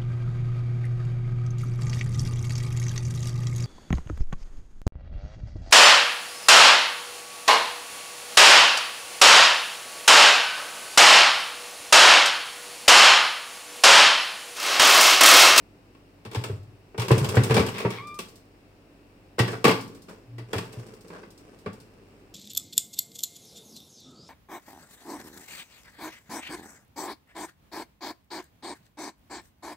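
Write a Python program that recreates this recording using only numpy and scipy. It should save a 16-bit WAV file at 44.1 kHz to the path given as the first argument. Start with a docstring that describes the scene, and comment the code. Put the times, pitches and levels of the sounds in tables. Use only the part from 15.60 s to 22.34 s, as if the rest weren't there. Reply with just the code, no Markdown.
"""In a small kitchen, at arm's length from a microwave oven, a two-port microphone hears its door opened by hand.
A hand grips the handle, latch hooks drag and snap free, the hinge squeaks; the door bumps, rattles against its stop,
swings back and is caught. Blows are noise bursts ringing panel modes; shoves are short low thumps that boom in the
steel cabinet. Slides are dense runs of tiny slips, the squeak is a few harmonics, and thin ticks are filtered noise.
Still air (shaped noise) and a faint mains hum (sines) lie underneath; decaying noise gives the room."""
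import sys
import numpy as np
from scipy import signal
from scipy.fft import rfft, irfft, next_fast_len
from scipy.io import wavfile
from scipy.ndimage import uniform_filter1d

SR = 44100
rng = np.random.default_rng(int(sys.argv[2]) if len(sys.argv) > 2 else 0)


def to_wav(s):
    """Save 16-bit WAV."""
    ch = np.atleast_2d(s).T  # columns
    pcm = np.round(np.clip(ch, -1, 1) * 32767)  # PCM
    wavfile.write(sys.argv[1], SR, pcm.astype(np.int16))


N = 297234
TIME = np.arange(N) / SR  # seconds
AGE = TIME[:SR // 2]  # seconds since the start of one short sound

# Still air of the kitchen, relative spectrum: pitch_hz [Hz], level_db [dB per Hz]
AIR_COLOUR = [(15, -30), (25, -4), (53, -9.5), (70, -14), (102, -4.5), (229, -7), (285, -2.5), (503, -10.5),
              (560, -11), (1440, -21.5), (2690, -21.5), (3250, -29), (5430, -33), (16000, -38)]
AIR_DB = -55
# Electrical hum: pitch_hz [Hz], level_db [dB, rms]
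HUM = [(48.4, -64.5), (96.9, -63), (285.3, -66.5)]

# Blows on the door, from the grip on the handle to the catch by hand: start_s [s], strength_db [dB],
# hardness [dB per octave of treble], spot_hz [Hz, note of the struck spot], rebounds [count, rounded]
BLOWS = [ (0.348, -48.5, -1, 1110, 0), (0.65, -35, 1, 810, 0.89), (0.713, -37, 2.5, 940, 0.0061),
         (0.732, -38, 3, 890, 0), (0.747, -24, 1.5, 869, 1), (0.897, -36, -21, 840, 0),
         (1.344, -37.5, -7.5, 560, 0), (1.378, -26, 1, 850, 0), (1.482, -25.5, 3.5, 960, 0),
         (1.505, -12, -7, 1008, 0), (1.514, -17.5, 2, 840, 0), (1.58, -33, 7.5, 940, 0),
         (1.689, -29.5, 6, 1060, 0), (1.742, -23.5, -6, 860, 0), (1.754, -33.5, 6.5, 1240, 0),
         (1.768, -12, -3, 878, 0), (1.835, -29.5, 7, 844, 0), (1.896, -21, -1.5, 856, 0),
         (1.907, -15.5, -0.5, 1000, 1), (1.942, -21, 4, 820, 0), (1.965, -12, 0.2, 800, 0),
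         (1.977, -14, -0.5, 886, 0), (1.995, -18, 0.2, 882, 1), (2.064, -29, 4.5, 757, 0),
         (2.141, -36.5, 2, 1020, 0.097), (2.201, -27, 1.5, 2500, 0), (2.248, -18, -6.5, 933, 1),
         (2.304, -32.5, 4, 2200, 0.21), (2.589, -28, 4.5, 1150, 0), (3.782, -22, -3, 1130, 0),
         (3.79, -13.5, 1.4, 1850, 0), (3.796, -15, 0.5, 1945, 0), (3.878, -26.5, 1.5, 1740, 0.13),
         (3.93, -30.5, -0.5, 1484, 0), (4.042, -10.5, 1.5, 1130, 0), (4.05, -7, -0.5, 1170, 0),
         (4.065, -17, 0.5, 840, 0), (4.079, -11.5, 0.5, 864, 0), (4.092, -14.5, 0.5, 2155, 0),
         (4.11, -17, 1, 1035, 0), (4.484, -41, 0, 1240, 0.093), (4.782, -37, 1, 1966, 0.54),
         (4.931, -20.5, 1.35, 3290, 0), (4.951, -32, -0.5, 906, 0), (4.963, -34, 3, 760, 0),
         (4.981, -24.5, 2.5, 900, 0), (5.128, -47.5, 6.5, 770, 0), (5.501, -38, -3.5, 870, 0),
         (5.631, -39, -2.5, 1510, 0.14), (6.06, -26.5, -4, 1175, 0), (6.072, -34, -5, 610, 0)]
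# Clicks of the light latch parts: start_s [s], strength_db [dB], spot_hz [Hz]
CLICKS = [(0.838, -26.5, 1308), (0.856, -44, 980), (1.381, -32.5, 1445), (1.397, -24.5, 940),
          (1.418, -26, 1100), (1.644, -24, 1080), (2.086, -28, 2890), (2.182, -28.5, 2530)]
# The clicks are all hard (dB per octave) and carry little weight (dB of knock)
CLICK_HARDNESS, CLICK_KNOCK_DB = 3.3, -12
# A softer contact pushes longer and so knocks more: dB of knock per unit of hardness
KNOCK_DB_PER_HARDNESS = -0.44
# A loose part rebounds later and weaker: delay of the first, exponent of later delays, drop of the first
REBOUND_S, REBOUND_WIDENING, REBOUND_DB = 0.0095, 1.3, -5
# Registers of a blow (clack, knock, snap, tick): low_hz [Hz], high_hz [Hz], trim_db [dB],
# rise_s [s, time constant], contact_t60_s [s, decay of the contact noise], room_db [dB sent to the room]
REGISTERS = [(640, 2200, -9.5, 0.0019, 0.071, -2.5), (212.3, 700, -6, 0.0014, 0.093, -7),
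             (2500, 5300, -17, 0.00047, 0.12, -5), (5830, 15300, -24, 0.00015, 0.08, -5)]
# Door panel modes: pitch_hz [Hz], level_db [dB, relative], t60_s [s]
DOOR = [(177.3, 2, 0.22), (205.8, -5, 0.21), (274.8, -4.5, 0.26), (373.9, -6, 0.23), (408.5, -0.5, 0.12),
        (444, -4, 0.16), (542.3, -7, 0.13), (610, -22, 0.35), (714.3, -9.5, 0.13), (864, -6, 0.1),
        (970, -22, 0.27), (1147, -10, 0.16), (1160, -24, 0.11), (1387, -42, 0.091), (1488, -3.5, 0.027),
        (1920, -25, 0.15), (2260, -5.5, 0.062), (2386, -7.5, 0.058), (2621, -10, 0.11), (2738, -21.5, 0.24),
        (2820, -16, 0.048), (3292, -9, 0.15), (3400, -2.5, 0.02), (3790, -10, 0.072), (4680, -45, 0.1),
        (5370, -28, 0.14)]
# Contact noise, the plastic's countless short modes: pitch_hz [Hz], level_db [dB, relative]
PLASTIC = [(60, 6), (150, 15), (260, -1), (450, 3.5), (700, -1.5), (1050, 2), (1600, -3), (2500, -3.5),
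           (3600, -7), (5200, -12.5), (8000, -11.5), (11000, -15.5), (16000, -20)]
# The low note of a struck spot rises with the strength of the blow, from its pitch at a middling one
SPOT_HZ, SPOT_HZ_PER_DB, MIDDLING_DB, SPOT_SPREAD_HZ = 421.8, 3.0, -24.5, 25
# Hardness tilts the registers about this pitch; the register wholly below it takes the weight of knock
PIVOT_HZ = 1150

# Shoves that reach the cabinet: start_s [s], peak_db [dB], pitch_hz [Hz, flexing door]
SHOVES = [(0.664, -36, 112), (0.766, -19.5, 110), (0.896, -23, 112.7), (0.925, -23, 108),
          (0.986, -35.5, 103), (1.383, -20, 114.3), (1.508, -7.5, 125.2), (1.573, -18, 122),
          (1.612, -16.5, 131.7), (1.68, -23, 105), (1.768, -7, 114), (1.815, -17, 118), (1.898, -14.5, 128),
          (1.937, -16, 114), (1.987, -22, 87), (2.246, -21.5, 115), (3.797, -14, 115), (4.043, -20, 146),
          (4.953, -24.5, 106), (5.169, -29.5, 117), (6.065, -35, 103.6)]
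# Cabinet modes: pitch_hz [Hz], level_db [dB, relative], t60_s [s]
CABINET = [(118, 11, 0.57), (99.4, 5, 0.45), (137.2, -3, 0.6)]
# Cabinet drone as the door swings back on its hinge: start_s [s], length_s [s], level_db [dB]
DRONE = [(4.64, 0.18, -34.5)]

# Strokes of sliding hooks and fingers: start_s [s], length_s [s], level_db [dB]
SLIDE = [(0.71, 0.17, -43), (1.37, 0.14, -38.5), (1.48, 0.54, -33), (1.92, 0.039, -31.5), (2.14, 0.16, -41),
         (2.36, 0.36, -58), (3.85, 0.062, -36), (4.0, 0.37, -53), (4.465, 0.055, -46), (4.87, 0.46, -48),
         (5.43, 0.19, -49), (5.78, 0.17, -53), (6.0, 0.61, -60)]
# Spectrum of those strokes: pitch_hz [Hz], level_db [dB, relative]
SLIDE_COLOUR = [(50, -18), (120, -27), (170, 11), (300, 3.5), (430, 12.5), (700, -4.5), (1200, -4),
                (1700, -8.5), (2600, -11), (4000, -21.5), (6300, -17.5), (8500, -19), (16000, -35)]
# Dry rasps as the hooks leave their slots and the hinge starts to turn: start_s [s], length_s [s], level_db [dB]
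RASP = [(2.135, 0.084, -37.5), (2.3, 0.059, -41.5)]
# Spectrum of the rasps: pitch_hz [Hz], level_db [dB, relative]
RASP_COLOUR = [(200, -57), (1000, -2), (1500, -11.5), (2000, -3.5), (2450, -7), (3100, -11), (3700, -10.5),
               (4500, -20), (7000, -25), (16000, -31)]
# Duller scrapes of the hand on the door's edge: start_s [s], length_s [s], level_db [dB]
SCRAPE = [(3.925, 0.026, -35), (4.48, 0.04, -50.5), (5.32, 0.024, -63.5), (5.52, 0.07, -48)]
# Spectrum of the scrapes: pitch_hz [Hz], level_db [dB, relative]
SCRAPE_COLOUR = [(150, -25), (550, -1), (900, -3.5), (1550, -3), (2300, -17), (5000, -27), (16000, -45)]

# Runs of faint thin ticks: start_s [s], ticks [count], level_db [dB, relative]
TICKS = [(0.959, 2, -56), (2.471, 2, -40), (2.685, 2, -42), (3.916, 1, -37), (4.138, 2, -34.5),
         (4.277, 4, -43), (5.051, 7, -45), (5.705, 2, -44), (5.988, 1, -47.5), (6.13, 2, -43.5)]
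TICK_PERIOD_S = 0.0716
# Hinge squeak: time_s [s], pitch_hz [Hz], fundamental_db [dB, relative], octave_db [dB, relative]
SQUEAK = [(2.36, 1086, -60, -52), (2.406, 1071, -39.5, -41), (2.422, 1174, -45, -51),
          (2.478, 1190, -39, -49), (2.514, 1184, -39.5, -44.5), (2.574, 1204, -42.5, -61),
          (2.59, 1150, -46, -57)]

# Reverberation of the room: pitch_hz [Hz], t60_s [s]
ROOM = [(150, 0.99), (300, 0.6), (600, 0.32), (1200, 0.38), (2400, 0.33), (4800, 0.43), (9600, 0.33),
        (15000, 0.44)]
# Balance of the two microphone ports: pitch_hz [Hz], left_minus_right_db [dB]
BALANCE_DB = [(200, 0.6), (700, -.5), (1300, -.4), (2400, 2.9), (4400, 4.1), (5700, 3), (7500, -4),
              (15000, -4.5)]
# Likeness of what the two ports hear: pitch_hz [Hz], likeness [0-1]
LIKENESS = [(100, 0.78), (270, 0.96), (500, 0.76), (1000, 0.11), (2000, 0.0075), (8000, 0.0093)]
# Resonances of the microphone's ducts: pitch_hz [Hz], level_db [dB]
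DUCTS = [(1500, -0.5), (2100, -1.5), (2700, 0.5), (3200, -1), (5500, 3), (6100, -3.5), (9400, 0.5),
         (10400, -9), (12500, -2.5), (16000, -1)]
LOW_CUT_HZ, TOP_HZ = 26, 16150


def amp(db):
    """Decibels to gain."""
    return 10 ** (np.asarray(db) / 20)


def curve(rows):
    """Each column of a time table, joined by straight lines."""
    s, *columns = np.transpose(rows)
    return [np.interp(TIME, s, c) for c in columns]


def over_hz(points, size):
    """A (Hz, value) table read at the bins of a spectrum, along a logarithmic pitch scale."""
    hz, value = np.transpose(points)
    bins_hz = np.arange(size // 2 + 1) * SR / size
    return np.interp(np.log(bins_hz + 1), np.log(hz), value)


def unit(x):
    """Scale to rms 1."""
    return x / np.sqrt(np.mean(x ** 2))


def colour(x, points):
    """Give a steady sound a spectrum."""
    size = x.shape[-1]
    return irfft(rfft(x) * amp(over_hz(points, size)), size)


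def band(x, lo_hz, hi_hz):
    """Causal band-pass."""
    edges_hz = [lo_hz, min(hi_hz, SR / 2 - 1)]
    return signal.sosfilt(signal.butter(3, edges_hz, "band", fs=SR, output="sos"), x)


def ports(pair):
    """Two unrelated signals become a stereo pair, most alike in the bass."""
    size = pair.shape[-1]
    alike = np.clip(over_hz(LIKENESS, size), 0, 1)
    mid, side = rfft(pair) * np.sqrt([(1 + alike) / 2, (1 - alike) / 2])
    return irfft(np.array([mid + side, mid - side]), size)


def noise(size):
    """White stereo noise as the two ports hear it."""
    return ports(rng.standard_normal((2, size)))


def fade(t60):
    """Exponential decay, down 60 dB after t60 seconds."""
    return np.exp(-np.log(1000) * AGE / t60)


def add(track, s, sound):
    """Mix a sound into a track at time s."""
    start = int(s * SR)
    track[..., start:start + sound.shape[-1]] += sound[..., :N - start]


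def swells(rows, attack_s, release_s):
    """Each stroke builds up, holds for its length and dies away."""
    out = 0
    for s, length, db in rows:
        age = np.maximum(TIME - s, 0)
        rise = (1 - np.exp(-age / attack_s)) ** 2
        release = np.exp(-np.maximum(age - length, 0) / release_s)
        out = out + amp(db) * rise * release
    return out


def kitchen():
    """Still air as shaped noise, and a low electrical hum of steady sines."""
    air = unit(colour(noise(next_fast_len(N, True)), AIR_COLOUR))[:, :N]
    hum = 0
    for hz, db in HUM:
        hum = hum + amp(db) * np.sqrt(2) * np.sin(2 * np.pi * (hz * TIME + rng.random()))
    return air * amp(AIR_DB) + hum


def contacts():
    """The latch clicks and every blow with its rebounds: (s, dB, hardness, knock dB, spot Hz)."""
    hits = [(s, db, CLICK_HARDNESS, CLICK_KNOCK_DB, hz) for s, db, hz in CLICKS]
    for s, db, hardness, hz, rebounds in BLOWS:
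        knock_db = KNOCK_DB_PER_HARDNESS * hardness
        for k in range(round(rebounds) + 1):
            hit_s = s + REBOUND_S * k ** REBOUND_WIDENING
            hits.append((hit_s, db + REBOUND_DB * np.sqrt(k), hardness, knock_db, hz))
    return hits


def door_blows(ring_db=-10.5, scatter_db=3.0, low_spot_db=-2, low_spot_t60=0.062,
               high_spot_db=-4, high_spot_t60=0.048, onset_s=0.016):
    """Each contact is a noise burst, the panel modes and two short notes of the struck spot; harder is brighter."""
    direct, sent = np.zeros((2, 2, N))
    hz, db, t60 = np.transpose(DOOR)
    modes = amp(db)[:, None] * np.exp(2j * np.pi * hz[:, None] * AGE) * fade(t60[:, None])
    for s, strength_db, hardness, knock_db, high_hz in contacts():
        size, lag = rng.standard_normal((2, len(DOOR)))
        low_hz = SPOT_HZ + SPOT_HZ_PER_DB * (strength_db - MIDDLING_DB)
        low_hz = low_hz + SPOT_SPREAD_HZ * rng.standard_normal()
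        # short waves reach the two ports out of step
        turn = np.exp(1j * np.outer([1, -1], lag * np.minimum(hz / 900, 1.5) ** 2))
        ring = ((turn * amp(scatter_db * size)) @ modes).imag * amp(ring_db)
        low_note = np.sin(2 * np.pi * low_hz * AGE) * fade(low_spot_t60)
        high_note = np.sin(2 * np.pi * (high_hz * AGE + rng.random((2, 1)) / 2)) * fade(high_spot_t60)
        ring = ring + amp(low_spot_db) * low_note + amp(high_spot_db) * high_note
        grit = unit(colour(noise(len(AGE)), PLASTIC))
        for lo_hz, hi_hz, trim_db, rise_s, contact_t60, room_db in REGISTERS:
            octaves = np.log2(np.sqrt(lo_hz * hi_hz) / PIVOT_HZ)
            tilt_db = knock_db if hi_hz < PIVOT_HZ else hardness * octaves
            rise = 1 - np.exp(-AGE / rise_s)
            part = band((ring + grit * fade(contact_t60)) * rise, lo_hz, hi_hz)
            # level set by the first moments of the blow
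            part = part * amp(strength_db + tilt_db + trim_db) / np.std(part[:, :int(onset_s * SR)])
            add(direct, s, part)
            add(sent, s, part * amp(room_db))
    return direct, sent


def cabinet(shove_s=0.019, rise_s=0.008, ring_db=-6, overtone_hz=284, overtone_db=-17):
    """A shove flexes the door for a few cycles and leaves the steel box booming; it drones as the door swings back."""
    boom = sum(amp(db) * np.sin(2 * np.pi * hz * AGE) * fade(t60) for hz, db, t60 in CABINET)
    boom = boom * (1 - np.exp(-(AGE / rise_s) ** 2))
    boom = boom / np.abs(boom).max()
    # the hand takes up the flexing almost at once
    push = (AGE / shove_s) ** 2 * np.exp(2 * (1 - AGE / shove_s))
    out = np.zeros(N)
    for s, db, hz in SHOVES:
        thump = push * np.sin(2 * np.pi * hz * AGE) + amp(ring_db) * boom
        add(out, s, thump / np.abs(thump).max() * amp(db))
    drone = np.sin(2 * np.pi * CABINET[0][0] * TIME)
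    drone = drone + amp(overtone_db) * np.sin(2 * np.pi * overtone_hz * TIME)
    return out + unit(drone) * swells(DRONE, attack_s=0.078, release_s=0.041)


def sliding(pressure, spectrum, slips_per_s, spread_db):
    """Plastic slides in a dense run of tiny uneven slips."""
    size = next_fast_len(N, True)
    happens = rng.random(size) < slips_per_s / SR
    slips = happens * amp(spread_db * np.minimum(rng.exponential(size=size), 4))
    rub = unit(colour(ports(slips * rng.standard_normal((2, size))), spectrum))
    return rub[:, :N] * pressure


def ticks(gain_db=-9, t60=0.12, lo_hz=4300):
    """Thin, bright bursts of decaying noise, singly or in short even runs."""
    out = np.zeros((2, N))
    for s, count, db in TICKS:
        for k in range(round(count)):
            tick = unit(band(colour(noise(len(AGE)), PLASTIC), lo_hz, TOP_HZ))
            add(out, s + k * TICK_PERIOD_S, tick * fade(t60) * amp(db + gain_db))
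    return out


def hinge(rough=0.0667, settle_s=0.053, waver=0.0019, stutter_db=5, third_db=-15, fourth_db=-21, gain_db=-0.5):
    """The hinge catches unevenly, jittering pitch and level, then settles into a clean, mostly rising squeak."""
    hz, first_db, octave_db = curve(SQUEAK)
    start, end = SQUEAK[0][0], SQUEAK[-1][0]
    jitter, grip = unit(uniform_filter1d(rng.standard_normal((2, N)), size=110))
    catching = np.exp(-np.maximum(TIME - start, 0) / settle_s)
    phase = 2 * np.pi * np.cumsum(hz * (1 + (waver + rough * catching) * jitter)) / SR
    upper = np.sin(2 * phase) + amp(third_db) * np.sin(3 * phase) + amp(fourth_db) * np.sin(4 * phase)
    gate = uniform_filter1d(1. * ((TIME > start) & (TIME < end)), size=500)
    strength = gate * amp(gain_db + stutter_db * catching * (grip - 0.5))
    return np.sqrt(2) * strength * (amp(first_db) * np.sin(phase) + amp(octave_db) * upper)


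def room(x):
    """Diffuse noise tail, each band decaying at its own rate; the deepest lasts longest."""
    size = len(AGE)
    hiss, tail = rfft(noise(size)), 0
    for k, (_, t60) in enumerate(ROOM):
        share = over_hz([(hz, j == k) for j, (hz, _) in enumerate(ROOM)], size)
        # the divisor evens out the energy of long and short decays
        tail = tail + irfft(hiss * share, size) * fade(t60) / np.sqrt(t60 * SR / np.log(1e6))
    build_up = 1 - np.exp(-AGE / 0.0015)
    return signal.fftconvolve(x, tail * build_up, axes=-1)[:, :N]


def scene(squeak_room_db=-12, small_room_db=-5, boom_room_db=-20):
    """All sources and their reverberation."""
    air_and_hum = kitchen()
    blows, sent = door_blows()
    boom = cabinet()
    slide_pressure = swells(SLIDE, attack_s=0.013, release_s=0.054)
    rasp_pressure = swells(RASP, attack_s=0.0075, release_s=0.033)
    scrape_pressure = swells(SCRAPE, attack_s=0.0044, release_s=0.012)
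    slide = sliding(slide_pressure, SLIDE_COLOUR, slips_per_s=800, spread_db=-0.2)
    rasp = sliding(rasp_pressure, RASP_COLOUR, slips_per_s=3100, spread_db=0.5)
    scrape = sliding(scrape_pressure, SCRAPE_COLOUR, slips_per_s=1500, spread_db=0.5)
    small = slide + rasp + scrape + ticks()
    squeak = hinge()
    sent = sent + small * amp(small_room_db) + squeak * amp(squeak_room_db) + boom * amp(boom_room_db)
    return blows + boom + small + squeak + room(sent) + air_and_hum


def record(dry):
    """The ducts ripple the treble, each port in its own way; the deepest bass and the top are cut."""
    size = next_fast_len(N + 2048, True)
    balance_db = np.outer([.5, -.5], over_hz(BALANCE_DB, size))
    response = amp(over_hz(DUCTS, size) + balance_db)
    heard = irfft(rfft(dry, size) * response, size)[:, :N]
    heard = signal.sosfilt(signal.butter(2, LOW_CUT_HZ, "high", fs=SR, output="sos"), heard)
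    clipped = np.clip(heard, -1, 1)
    return signal.sosfilt(signal.ellip(10, .2, 80, TOP_HZ, fs=SR, output="sos"), clipped)


dry = scene()
out = record(dry)
to_wav(out)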